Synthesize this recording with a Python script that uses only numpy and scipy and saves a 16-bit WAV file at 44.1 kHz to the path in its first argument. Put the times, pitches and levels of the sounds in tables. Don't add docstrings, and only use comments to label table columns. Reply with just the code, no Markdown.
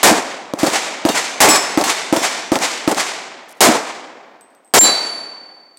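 import sys
import numpy as np
from scipy import signal
from scipy.fft import rfft, irfft, next_fast_len
from scipy.io import wavfile
from scipy.ndimage import uniform_filter1d

SR = 44100
rng = np.random.default_rng(int(sys.argv[2]) if len(sys.argv) > 2 else 0)


def ratio(d):
    e = np.asarray(d, float) / 20
    return 10 ** e


def store_pcm(level_fs):
    pcm = np.round(np.clip(level_fs, -1, 1) * 32767).astype(np.int16)
    wavfile.write(sys.argv[1], SR, np.atleast_2d(pcm).T)


N = 254898
TAIL_N = int(1.3 * SR)
TIME_S = np.arange(TAIL_N) / SR


def add(out, sound, start_s):
    i = int(round(start_s * SR))
    part = sound[max(-i, 0):N - i]
    out[max(i, 0):max(i, 0) + len(part)] += part


# freq_hz [Hz], density_db [dB per Hz]
SCATTER_COLOUR = [(59, -52.5), (100, -23.5), (289, -7), (452, -7.5), (752, -2.5), (1250, -7.5), (1520, -9),
                  (2320, -9), (2630, -14), (7610, -17.5), (16000, -47.5)]
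BAND_HZ = 100 * 2 ** (np.arange(16) / 2)
PATCHY_DB, PATCH_S = 0.9, 0.006


def bands():
    size = next_fast_len(N + TAIL_N)
    hz = np.fft.rfftfreq(size, 1 / SR)[1:]
    freq_hz, density_db = np.array(SCATTER_COLOUR).T
    colour = ratio(np.interp(np.log(hz), np.log(freq_hz), density_db))
    spectrum = rfft(rng.standard_normal(size))[1:] * colour / np.sqrt(np.mean(colour ** 2))

    patch_n = int(PATCH_S * SR)
    swing = uniform_filter1d(uniform_filter1d(rng.standard_normal(size), patch_n), patch_n)
    patches = ratio(PATCHY_DB * swing / swing.std())
    patches = patches / np.sqrt(np.mean(patches ** 2))

    split = []
    for centre_hz in BAND_HZ:
        window = np.clip(1 - 2 * abs(np.log2(hz / centre_hz)), 0, 1)
        split.append(irfft(np.r_[0, spectrum * window], size))
    return patches * np.array(split)


def forest_quiet(noise):
    quiet_db = -65.5
    return ratio(quiet_db) * noise.sum(axis=0)[:N]


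AIR_10KHZ_DB_PER_S = 55


def scatter(returns, noise):
    treble = np.clip(np.log(BAND_HZ / 500) / np.log(5.0), 0, 1)[:, None]
    power = 0
    for lag_s, bass_db, treble_db, swell60_s, t60_s in returns:
        level = ratio((1 - treble) * bass_db + treble * treble_db)
        decades = np.maximum((lag_s - TIME_S) / swell60_s, (TIME_S - lag_s) / t60_s)
        power = power + level ** 2 * 1000 ** (-2 * decades)
    air_db = AIR_10KHZ_DB_PER_S * (BAND_HZ[:, None] / 10000) ** 1.52 * (0.25 - TIME_S)
    gain = np.sqrt(power) * ratio(air_db)

    def tail():
        start = int(rng.random() * N)
        return np.einsum("ij,ij->j", gain, noise[:, start:start + TAIL_N])

    return tail


def ring(modes):
    return sum(ratio(level_db) * np.sin(2 * np.pi * pitch_hz * TIME_S) * 1000 ** (-TIME_S / t60_s)
               for pitch_hz, level_db, t60_s in modes)


def tick(low_hz, top_hz, t60_s):
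    n = SR // 10
    burst = rng.standard_normal(n) * 1000 ** (-TIME_S[:n] / t60_s)
    return signal.sosfilt(signal.butter(1, [low_hz, top_hz], "band", fs=SR, output="sos"), burst)


SHOTS = {"near": [(.0304, -1.5), (1.4037, -2.5), (3.6061, -1), (4.7378, -2.5)], "next bay": [(-.33, 1),
         (.6318, -0.3), (1.0511, 0), (1.7744, 0.2), (2.1261, 0), (2.5185, -0.3), (2.8764, -0.3)],
         "far bay": [(0.5362, -.1)]}
SURFACE_RETURNS = {"near": [(.001, 7, 5, 0.1, 0.2522), (.033, 4, -2.5, 0.1, .13),
                   (.085, -3.5, -16, 0.4, 0.16), (.15, -10.5, -16, 0.75, 0.29),
                   (.28, -34.5, -25, 0.6, 0.84), (.22, -24, -28.5, .5, 1.91)],
                   "next bay": [(.012, -11, -25, 1, 0.24), (.044, -7, -23, .075, .08),
                   (.106, -16, -16.5, 0.08, 0.1), (.126, -17, -11, .1, .19), (.2, -37.5, -20, .5, 1.3),
                   (.2, -26, -29, 0.7, 1.87)], "far bay": [(0.054, -23.5, -22.5, 0.02, 2.5),
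                   (.02, -25.5, -47, 0.5, 0.7)], "plate": [(.001, -1.5, -.5, .002, 0.06),
                   (.02, -8.5, -8.5, 0.2, 0.28), (.07, -10, -7.5, 0.1, 0.14), (.15, -21.5, -18, 1.5, 1.5)]}
BANK_BOOMS = {"near": ([(.082, -2)], [(311, 1, .11), (235, -2, 0.095)]), "next bay": ([(0, -0.3),
              (.047, -14), (.09, -22)], [(314, 4, 0.041), (528, -14.5, .07), (649, -9.5, 0.067),
              (796, -12.5, 0.06), (898, -13, 0.088), (1273, -12, 0.044)]), "far bay": ([(0.00073, -.1)],
              [(309, -11, 0.044), (550, -4.5, .015), (997, -14, 0.012)])}
HARD_FACE_CRACKS = {"near": [(0.081, -.1)], "far bay": [(.0004, -13)], "next bay": [(.0008, -1.5),
                    (0.0202, -16), (0.0233, -16.5), (0.0377, -2.5), (.041, -8.5), (0.0701, -9.5)]}
SCATTER_ALIKE = {"near": .05, "next bay": 0.29, "far bay": .05}


def pistol(out, place, noise):
    tail = scatter(SURFACE_RETURNS[place], noise)
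    alike = SCATTER_ALIKE[place]
    arrivals, modes = BANK_BOOMS[place]
    common_tail = tail()
    boom = -ring(modes)
    for start_s, shot_db in SHOTS[place]:
        shot_tail = alike * common_tail + np.sqrt(1 - alike ** 2) * tail()
        add(out, ratio(shot_db) * shot_tail, start_s)
        for lag_s, boom_db in arrivals:
            add(out, ratio(shot_db + boom_db) * boom, start_s + lag_s)
        for lag_s, crack_db in HARD_FACE_CRACKS[place]:
            crack = tick(low_hz=1500, top_hz=7100, t60_s=0.007)
            add(out, ratio(shot_db + crack_db) * crack, start_s + lag_s)


# pitch_hz [Hz], level_db [dB], t60_s [s]
PLATE_MODES = [
    [(4001, -7, 0.7), (4002.6, -13, 0.65), (4527.5, -11, 1.48), (4563, -15.5, 1.4), (6368, -19, .4),
     (7357, 18, 0.18), (8759, -22.5, 0.4), (9577, -26, .9), (10720, -14, .2), (10940, -18, 0.74),
     (10942.5, -21.5, 0.77), (13100, -29.5, .4), (14400, -31, .6), (15550, -28, .7)],
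    [(1147, -13.5, 0.45), (1835, -19.5, 0.34), (2470, -18.5, 0.35), (4237, -20, 0.3), (5264, -7, 0.45),
     (5453, -20, 0.5), (7200, -5, 0.1), (7241, -12.5, 0.34), (7838, -5, 0.27), (10900, -21, .3),
     (12330, -27.5, .28), (12700, -27.5, .3), (14500, -27.5, .15)],
    [(4500, -19, 0.091), (6460, -34.5, 1.2)],
    [(2805, -28, 0.3), (3700, -21, .2), (4511, -28, .3), (6298, -32, 2.4)],
    [(2810, -27, 0.23), (3580, -25.5, 0.7), (4280, -22, 0.3), (5873, -32, .8), (8511, -34, 0.88)],
    [(3526, -30, 1.6), (5405, -29.5, .8), (5889, -34.5, 2.3), (7500, -28, .1)],
]
# start_s [s], smack_db [dB], returned_clang_db [dB], weak_swell_s [s]
PLATE_HITS = [(4.789, -7.5, -63, 0.03), (1.487, -2, -43.5, .015), (.663, -17.5, -41.5, .002),
              (1.09, -18.5, -39.5, .002), (1.838, -13.5, -38, .002), (2.166, -17.5, -37, .002)]


def steel_plates(out, noise):
    tail = scatter(SURFACE_RETURNS["plate"], noise)
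    for modes, (start_s, smack_db, returned_clang_db, weak_swell_s) in zip(PLATE_MODES, PLATE_HITS):
        *weak, loudest = sorted(modes, key=lambda mode: mode[1])
        swell = 1 - np.exp(-(TIME_S / weak_swell_s) ** 2)
        clang = ring([loudest]) + ring(weak) * swell
        smack = ratio(smack_db) * tail()
        returned = ratio(returned_clang_db) * signal.fftconvolve(clang, tail())[:TAIL_N]
        add(out, clang + smack + returned, start_s)


# start_s [s], level_db [dB, loudest click], spread_s [s]
FOOT_SHIFTS = [(3.36, -61, .09), (3.485, -30.5, .045), (3.545, -43, .05), (5.32, -69, 0.027),
               (5.55, -62, .02)]


def gravel(out):
    for start_s, level_db, spread_s in FOOT_SHIFTS:
        for delay, softness in rng.random((40, 2)):
            click = tick(low_hz=5000, top_hz=13000, t60_s=0.004)
            add(out, ratio(level_db - 12 * softness) * click, start_s + spread_s * delay)


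# start_s [s], ring_db [dB], tick_db [dB]
CASE_DROPS = [(4.41, -47, -36.5), (4.503, -60, -54), (4.549, -57.5, -43.5), (4.647, -52.5, -53.5),
              (4.677, -60, -52.5), (5.772, -47, -35.5)]
# pitch_hz [Hz], level_db [dB], t60_s [s]
CASE_MODES = [(8200, 4, .25), (8100, -2.5, .2), (9400, -12, 0.09), (12000, -15.5, .08), (13930, -10, .15)]


def spent_cases(out):
    for start_s, ring_db, tick_db in CASE_DROPS:
        add(out, ratio(ring_db) * ring(CASE_MODES), start_s)
        add(out, ratio(tick_db) * tick(low_hz=3970, top_hz=12000, t60_s=0.015), start_s)


def scene():
    noise = bands()
    out = forest_quiet(noise)
    for place in SHOTS:
        pistol(out, place, noise)
    steel_plates(out, noise)
    gravel(out)
    spent_cases(out)
    return out[None]


def roll_off(x):
    return signal.sosfilt(signal.butter(12, 16830, fs=SR, output="sos"), x)


CAPSULE_HZ, STAGE_LOW_HZ, STAGE_TOP_HZ, TOP_HZ = 158, 70, 11000, 15900
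CLIP_LEVEL = 0.67
HISS_DB = -76


def record(dry):
    capsule = signal.sosfilt(signal.butter(2, CAPSULE_HZ, "high", fs=SR, output="sos"), dry)
    drive = capsule / CLIP_LEVEL
    clipped = CLIP_LEVEL * drive / (1 + abs(drive) ** 6.45) ** (1 / 5.7)
    stage = signal.butter(1, [STAGE_LOW_HZ, STAGE_TOP_HZ], "band", fs=SR, output="sos")
    rounded = signal.sosfilt(stage, clipped)
    hissing = rounded + ratio(HISS_DB) * rng.standard_normal(rounded.shape)
    mix = signal.sosfilt(signal.cheby1(8, 0.1, TOP_HZ, fs=SR, output="sos"), hissing)
    return roll_off(mix)


dry = scene()
out = record(dry)
store_pcm(out)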